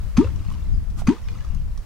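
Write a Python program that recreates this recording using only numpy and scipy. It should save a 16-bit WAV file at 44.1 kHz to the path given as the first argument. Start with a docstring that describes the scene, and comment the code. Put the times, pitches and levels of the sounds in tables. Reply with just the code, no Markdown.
"""Wind rumbles on the microphone over a faint wash of ripples. An angler strikes the lake beside a
small boat with a cupped wooden tool: it slaps the surface and drags down an air pocket that rings
with a hollow, rising plop, coloured by the hull. Spray patters back and a thin, far bird calls.
A soft swish leads into the second stroke, and the bird calls again as the drops fall."""
import sys
import numpy as np
from scipy import signal
from scipy.fft import rfft, irfft, next_fast_len
from scipy.io import wavfile
from scipy.ndimage import map_coordinates

SR = 44100
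rng = np.random.default_rng(int(sys.argv[2]) if len(sys.argv) > 2 else 0)


def transcribe(signal):
    """Save signal, clipped to [-1, 1], as a 16-bit WAV file at the path in sys.argv[1]."""
    frames = np.atleast_2d(signal).T
    limited = np.clip(frames, -1, 1)
    pcm = np.round(limited * 32767).astype(np.int16)
    wavfile.write(sys.argv[1], SR, pcm)


N = 81585

# Tool strokes: entry_s, slap_db, open_s, plop_db, pitch_hz, rise_hz_per_s, top_hz, plop_t60_s,
# spray_db, spray_t60_s
TOOL_STROKES = [(.167, -23.5, .1803, 1.5, 175.6, 6180, 583, 0.11, -37, 0.41),
                (1.0679, -25.5, 1.0823, 1.5, 175.5, 6900, 506, 0.083, -34.5, 0.27)]
# Upper pocket modes: pitch_hz, rise_hz_per_s, top_hz, level_re_plop_db, t60_s, swell_s
POCKET_MODES = [(783.4, 7000, 1010, -17, .1, 0.032), (1230, 5700, 1500, -29, 0.056, 0.004)]
SHOVE_RE_PLOP_DB, SHOVE_HZ, SHOVE_T60_S = -15.5, 100.6, 0.085
ROUGHNESS_DB, DEEP_RING_DB, UPPER_RING_DB = 4, -18.5, -6

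def plops():
    """The tool shoves the water; the air pocket rings in one deep mode and rough upper modes."""
    deep, upper = np.zeros(N), np.zeros(N)
    for entry_s, _, open_s, plop_db, hz, rise, top_hz, t60_s, _, _ in TOOL_STROKES:
        deep += amp(plop_db) * pocket(open_s, hz, rise, top_hz, t60_s, swell_s=0.004)
        shove = bubble(entry_s, SHOVE_HZ, 0, SHOVE_T60_S, swell_s=0.01)
        deep += amp(plop_db + SHOVE_RE_PLOP_DB) * shove
        for hz, rise, top_hz, mode_db, t60_s, swell_s in POCKET_MODES:
            level_db = plop_db + mode_db + ROUGHNESS_DB * wobble(knots_per_s=150)
            upper += amp(level_db) * pocket(open_s, hz, rise, top_hz, t60_s, swell_s)
    ring = amp(DEEP_RING_DB) * boat_ring(deep) + amp(UPPER_RING_DB) * boat_ring(upper)
    return filtered(deep + upper, hull) + ring


def pocket(start_s, hz, rise_hz_per_s, top_hz, t60_s, swell_s):
    """A big air pocket: pitch climbs as it closes, levelling off at top_hz."""
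    t = since(start_s)
    pitch_hz = hz + (top_hz - hz) * np.tanh(rise_hz_per_s * t / (top_hz - hz))
    cycles = np.cumsum(pitch_hz * (t > 0)) / SR
    return -np.sin(2 * np.pi * cycles) * ring_envelope(t, swell_s, t60_s)


# Slap spectrum: freq_hz, gain_db
SLAP_SPECTRUM = [(180, -43), (300, 4.5), (731, -12.5), (1280, -5), (1750, -11), (2100, -6.5), (2360, -6),
                 (3230, -14.5), (4350, -14), (4800, -15), (5660, -16), (6250, -9), (7250, -22.5),
                 (9600, -24.5), (15500, -44)]
# Tool resonances: centre_hz, width_hz, lift_db
TOOL_MODES = [(1224, 370, 9), (2434, 74, 8.5), (4694, 130, 11), (6400, 300, 1)]

def slaps():
    """The tool hits the surface: a noise burst coloured by the ring of the wood."""
    def colour_db(f):
        wood_db = sum(db / (1 + (2 * (f - hz) / width_hz) ** 2) for hz, width_hz, db in TOOL_MODES)
        return along(SLAP_SPECTRUM, f) + wood_db

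    out = np.zeros((2, N))
    for entry_s, slap_db, *_ in TOOL_STROKES:
        impact = coloured(crackle(per_s=9000, hiss=1.45), colour_db, NEAR_FIELD)
        out += amp(slap_db) * burst(entry_s, rise_s=0.0071, t60_s=0.042) * impact
    return out


# Spray spectrum: freq_hz, gain_db
SPRAY_SPECTRUM = [(200, -31), (650, -10), (950, 5), (1300, -7.5), (1800, -4.5), (2500, -10.5), (3500, -11),
                  (6000, -18.5), (8500, -21.5), (15000, -47)]

def spray():
    """Water tears into spray as each pocket opens."""
    out = np.zeros((2, N))
    for _, _, open_s, *_, spray_db, t60_s in TOOL_STROKES:
        tearing = coloured(crackle(per_s=1200, hiss=0.82), lambda f: along(SPRAY_SPECTRUM, f), NEAR_FIELD)
        out += amp(spray_db) * burst(open_s, 0.0056, t60_s) * tearing
    return out


# Falling spray spectrum: freq_hz, gain_db
PATTER_SPECTRUM = [(200, -20), (700, -0.5), (1150, 8), (1700, -8), (2400, -2), (3500, -7.5), (6000, -7.5),
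                   (9000, -18), (15000, -26)]
PATTER_DB, PATTER_DELAY_S, PATTER_SPREAD_S = -54, 0.32, 0.15

def patter():
    """Spray falls back after each stroke."""
    out = np.zeros((2, N))
    for entry_s, *_ in TOOL_STROKES:
        fall = gaussian(entry_s + PATTER_DELAY_S, PATTER_SPREAD_S) * (since(entry_s) > 0)
        hits = coloured(crackle(per_s=220, hiss=0.99), lambda f: along(PATTER_SPECTRUM, f), WIDE_FIELD)
        out += amp(PATTER_DB) * fall * hits
    return out


# Ringing bubbles: falling drops, plus the gulp of the dipping tool at 1.019 s: start_s, level_db, pitch_hz,
# t60_s, tick_re_bubble_db
RINGING_BUBBLES = [(.211, -28.5, 1166, 0.075, -27), (.244, -28.5, 530, .05, -26),
                   (0.244, -35.5, 2650, .04, -10), (.272, -35.5, 1320, 0.042, -9),
                   (0.36, -50.5, 1050, 0.021, -0.5), (0.413, -50, 1300, 0.04, -14),
                   (0.514, -32.5, 1080, 0.026, -26), (.537, -45, 1070, 0.038, -3.5),
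                   (.558, -41, 970, .035, -20), (1.0189, -24, 717, 0.012, -21.5),
                   (1.165, -41, 1190, 0.045, -9), (1.285, -35, 2410, 0.023, -17),
                   (1.286, -50, 437, 0.38, -16), (1.355, -41, 1260, .05, -29),
                   (1.386, -44.5, 1970, 0.033, -10), (1.409, -48, 1660, 0.14, -22),
                   (1.446, -39, 1230, 0.033, -13), (1.776, -44.5, 1120, 0.029, -16)]
# Small sharp splashes: start_s, level_db, centre_hz, t60_s
SPLASHING_DROPS = [(0.212, -44, 4540, 0.0091), (0.36, -45, 5400, 0.016), (0.522, -47.5, 9000, 0.05),
                   (0.901, -52, 5400, 0.046), (1.09, -29.5, 1660, .022), (1.2852, -39, 2310, 0.026),
                   (1.448, -46, 6000, .02), (1.547, -44, 6960, 0.027), (1.775, -43, 5660, 0.034)]
BUBBLE_RISE_PER_S, WET_CUTOFF_HZ = 2.1, 8900

def drops():
    """Larger drops tick and ring a bubble, or only splash; the dipping tool gulps once before the second
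    stroke; wet contact softens the treble."""
    out = np.zeros((2, N))
    tick_noise = coloured(noise(), lambda f: along(PATTER_SPECTRUM, f), NEAR_FIELD)
    for start_s, db, hz, t60_s, tick_db in RINGING_BUBBLES:
        ring = bubble(start_s, hz, BUBBLE_RISE_PER_S * hz, t60_s, swell_s=0.00033)
        tick = amp(tick_db) * tick_noise * burst(start_s, rise_s=0.0013, t60_s=0.045)
        out += amp(db) * (ring + tick)
    for start_s, db, hz, t60_s in SPLASHING_DROPS:
        peak_db = lambda f: -7 * np.abs(np.log2((f + 1) / hz)) - 3 * np.log2(1 + f / hz)
        out += amp(db) * burst(start_s, 0.00076, t60_s) * coloured(noise(), peak_db, NEAR_FIELD)
    return filtered(out, lambda f: 1 / np.sqrt(1 + (f / WET_CUTOFF_HZ) ** 4))


DRIPS_PER_STROKE, DRIP_DB, DRIP_HZ, DRIP_LOG_SPREAD, DRIP_T60_CYCLES = 48, -52, 3614, 0.454, 82

def drips():
    """Returning spray traps tiny bubbles, spread over the water."""
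    out = np.zeros((2, N + SR))
    t = np.arange(SR // 20) / SR
    for entry_s, *_ in TOOL_STROKES:
        for when, pitch, size, side in rng.standard_normal((DRIPS_PER_STROKE, 4)):
            hz = np.clip(DRIP_HZ * np.exp(DRIP_LOG_SPREAD * pitch), 800, 7000)
            delay_s = np.clip(PATTER_DELAY_S + PATTER_SPREAD_S * when, 0.06, 0.7)
            start = int((entry_s + delay_s) * SR)
            tone = np.sin(2 * np.pi * hz * t * (1 + BUBBLE_RISE_PER_S * t / 2))
            gain = amp(DRIP_DB + 2.3 * size + 2 * side * np.array([[1], [-1]]))
            out[:, start:start + len(t)] += gain * tone * ring_envelope(t, 0.00042, DRIP_T60_CYCLES / hz)
    return out[:, :N]


def bubble(start_s, hz, rise_hz_per_s, t60_s, swell_s):
    """Trapped air rings, its pitch climbing as it shrinks."""
    t = since(start_s)
    return -np.sin(2 * np.pi * (hz * t + rise_hz_per_s * t * t / 2)) * ring_envelope(t, swell_s, t60_s)


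# Hull standing waves: centre_hz, width_hz, left_gain, right_gain
HULL_MODES = [(305, 36, 1.2, -.55), (415, 40, .6, .4), (945, 40, .7, .7)]
# Reflections off the far parts of the boat: delay_s, gain
BOAT_ECHOES = [(.0201, .12), (.0352, .055), (.0478, .045)]

def hull(f):
    """Stereo response: direct sound, standing waves and echoes."""
    modes = sum(np.array([[left], [right]]) * 1j * f * width_hz / (hz * hz - f * f + 1j * f * width_hz)
                for hz, width_hz, left, right in HULL_MODES)
    echoes = sum(gain * np.exp(-2j * np.pi * f * delay_s) for delay_s, gain in BOAT_ECHOES)
    return 1 + modes + echoes


# Boat decay: freq_hz, t60_s
BOAT_DECAY = [(150, 0.18), (300, .2), (1000, 0.053), (4000, 0.3), (12000, 0.12)]

def boat_ring(x):
    """The short diffuse ring of the open boat."""
    hz, t, spectra = signal.stft(rng.standard_normal((2, SR // 4)), SR, nperseg=256)
    decay = amp(-60 * t / along(BOAT_DECAY, hz)[:, None])
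    _, tail = signal.istft(spectra * decay, SR, nperseg=256)
    tail = np.pad(tail / np.linalg.norm(tail[0]), ((0, 0), (SR // 200, 0)))  # 5 ms predelay
    return signal.fftconvolve(x * np.ones((2, 1)), tail, axes=1)[:, :N]


# Swish spectrum: freq_hz, gain_db
SWISH_SPECTRUM = [(290, -62), (500, -26), (629, -6), (1410, -2.5), (1720, -15), (1850, -13), (6740, -12.5),
                  (15500, -21)]
SWISH_DB, SWISH_CUTOFF_HZ = -43, 13000

def swish():
    """A soft hiss swells and fades before the second stroke."""
    colour_db = lambda f: along(SWISH_SPECTRUM, f) - 10 * np.log10(1 + (f / SWISH_CUTOFF_HZ) ** 6)
    swell = gaussian(centre_s=0.997, sigma_s=0.016)
    return amp(SWISH_DB) * swell * coloured(noise(), colour_db, WIDE_FIELD)


# Gusts, in four consecutive groups: time_s, rumble_db, flutter_db, left_minus_right_db
GUSTS = [
    [(0.02, -32, -46, -0.5), (0.038, -34, -31.5, 6.5), (0.058, -30.5, -35, 11), (0.088, -27, -47.5, 11.0),
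     (0.114, -34.5, -62, 0), (0.142, -34, -51, 18), (0.16, -24.5, -43, 5)],
    [(0.25, -37.5, -25.5, 8), (0.416, -26, -30, 8), (0.448, -43, -37, 7), (0.482, -24.5, -26.5, 8),
     (0.542, -24, -34.5, 6.5), (0.588, -35.5, -32.5, 7), (0.66, -32.5, -37.5, 3.0)],
    [(0.67, -30, -31.5, 7), (0.742, -21.5, -31.5, 6.5), (0.882, -32, -42, 16), (0.908, -32.5, -36, 0),
     (0.974, -31, -29.5, 8), (1.028, -25, -39.5, -21), (1.055, -26.5, -38, 3.5)],
    [(1.15, -46, -46, 1), (1.216, -34.5, -49, -9.5), (1.326, -31.5, -36, 11), (1.464, -35, -38.5, 2.5),
     (1.546, -25, -34, 15.5), (1.804, -34, -47.5, -5), (1.85, -55, -38, 9)],
]
# Buffeting spectra: freq_hz, gain_db
RUMBLE_SPECTRUM = [(10, -7), (25, 0.5), (48, -0.5), (70, -3), (100, -17), (200, -22), (1000, -120)]
FLUTTER_SPECTRUM = [(30, -23), (65, -3.5), (95, 1.5), (130, -11), (170, -17), (220, -24.5), (320, -25.5),
                    (500, -48), (1000, -57), (3000, -120)]
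RUMBLE_TRIM_DB, FLUTTER_TRIM_DB = 6, 2.5

def wind():
    """Gusts buffet each microphone port separately, the left more: deep rumble, higher flutter."""
    time_s, rumble_db, flutter_db, pan_db = np.concatenate(GUSTS).T

    def buffet(spectrum, level_db):
        turbulence = unit(filtered(noise(), lambda f: amp(along(spectrum, f))))
        return amp(curve(np.c_[time_s, level_db])) * turbulence

    rumble = buffet(RUMBLE_SPECTRUM, rumble_db + RUMBLE_TRIM_DB)
    flutter = buffet(FLUTTER_SPECTRUM, flutter_db + FLUTTER_TRIM_DB)
    pan = amp(curve(np.c_[time_s, pan_db]) * np.array([[0.5], [-0.5]]))
    pan /= np.sqrt(np.mean(pan ** 2, axis=0))
    return pan * (rumble + flutter)


# Ripple spectrum: freq_hz, gain_db
RIPPLE_SPECTRUM = [(240, -21), (400, -8), (511, -5.5), (834, -10), (914, -8), (1260, -11.5), (2970, -17.5),
                   (3460, -19.5), (5070, -19), (6090, -21.5), (15500, -27.5)]
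# Ripple loudness: time_s, level_db
RIPPLE_LEVEL = [(0.0, -50.5), (0.458, -53.5), (0.716, -54), (0.948, -55), (1.246, -53.5), (1.586, -56),
                (1.85, -53.5)]

def ripples():
    """The lake's even wash: tiny splashes in hiss."""
    wash = coloured(crackle(per_s=600, hiss=2.74), lambda f: along(RIPPLE_SPECTRUM, f), WIDE_FIELD)
    return amp(curve(RIPPLE_LEVEL)) * wash


# Bird calls: start_s, level_db, pitch_hz, length_s
BIRD_CALLS = [(0.721, -58.5, 5150, 0.044), (1.228, -58, 5570, .055)]
BIRD_FALL_HZ, BIRD_TRIM_DB = 800, -3

def bird():
    """Thin falling calls from far away."""
    calls = np.zeros(N)
    for start_s, db, hz, length_s in BIRD_CALLS:
        progress = np.minimum(since(start_s) / length_s, 1)
        pitch_hz = hz - BIRD_FALL_HZ * progress ** 2
        calls += amp(db) * np.sin(np.pi * progress) * np.sin(2 * np.pi * np.cumsum(pitch_hz) / SR)
    return amp(BIRD_TRIM_DB) * (calls + boat_ring(calls))


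# Left-right likeness of close and spread sources: freq_hz, correlation
NEAR_FIELD = [(300, 0.94), (1300, 0.97), (4000, 0.82), (8000, 0.19), (15000, 0.085)]
WIDE_FIELD = [(100, .3), (600, 0.41), (1300, 0.66), (3000, 0.17), (7000, 0.083), (15000, 0.044)]

def coloured(pair, colour_db, field):
    """Two unrelated signals as stereo of rms 1, with the given spectrum and correlation."""
    def response(hz):
        angle = np.arccos(np.clip(along(field, hz), -1, 1)) / 2
        return amp(colour_db(hz)) * np.array([np.cos(angle), np.sin(angle)])

    mid, side = filtered(pair, response)
    return unit(np.array([mid + side, mid - side]))


def filtered(x, response):
    size = next_fast_len(N + SR // 2)
    return irfft(rfft(x, size) * response(np.fft.rfftfreq(size, 1 / SR)), size)[..., :N]


def noise():
    return rng.standard_normal((2, N))


def crackle(per_s, hiss):
    """Tiny random impacts over a share of hiss."""
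    hits = rng.random(N) < per_s / SR
    return unit(noise() * hits) + hiss * noise()


def wobble(knots_per_s):
    """A smooth random curve."""
    knots = rng.standard_normal(int(N * knots_per_s / SR) + 4)
    return map_coordinates(knots, [np.arange(N) * knots_per_s / SR])


def burst(start_s, rise_s, t60_s):
    """Linear rise, exponential fall."""
    return np.minimum(since(start_s) / rise_s, 1) * amp(-60 * since(start_s + rise_s) / t60_s)


def ring_envelope(t, swell_s, t60_s):
    return (1 - np.exp(-t / swell_s)) * amp(-60 * t / t60_s)


def gaussian(centre_s, sigma_s):
    return np.exp(-((np.arange(N) / SR - centre_s) / sigma_s) ** 2 / 2)


def since(start_s):
    return np.maximum(np.arange(N) / SR - start_s, 0)


def along(rows, hz):
    """Interpolate (freq_hz, value) rows on a log axis."""
    freq_hz, values = np.transpose(rows)
    return np.interp(np.log(hz + 1), np.log(freq_hz + 1), values)


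def curve(rows):
    """Interpolate (time_s, value) rows per sample."""
    return np.interp(np.arange(N) / SR, *np.transpose(rows))


def amp(db):
    return 10 ** (np.asarray(db) / 20)


def unit(x):
    return x / np.sqrt(np.mean(x ** 2) + 1e-20)


SPLASH_PAN_DB, SPLASH_RING_DB, BAND_LIMIT_HZ = 0.94, -9, 15850

def scene():
    """Plops and splashes beside the boat, over wind, ripples and the bird."""
    splashes = drops() + slaps() + spray() + patter() + drips()
    splashes *= amp([[SPLASH_PAN_DB], [-SPLASH_PAN_DB]])
    strokes = plops() + splashes + amp(SPLASH_RING_DB) * boat_ring(splashes)
    return strokes + swish() + bird() + wind() + ripples()


def record(dry):
    """Brick-wall low-pass."""
    return filtered(dry, lambda hz: hz < BAND_LIMIT_HZ)


dry = scene()
out = record(dry)
transcribe(out)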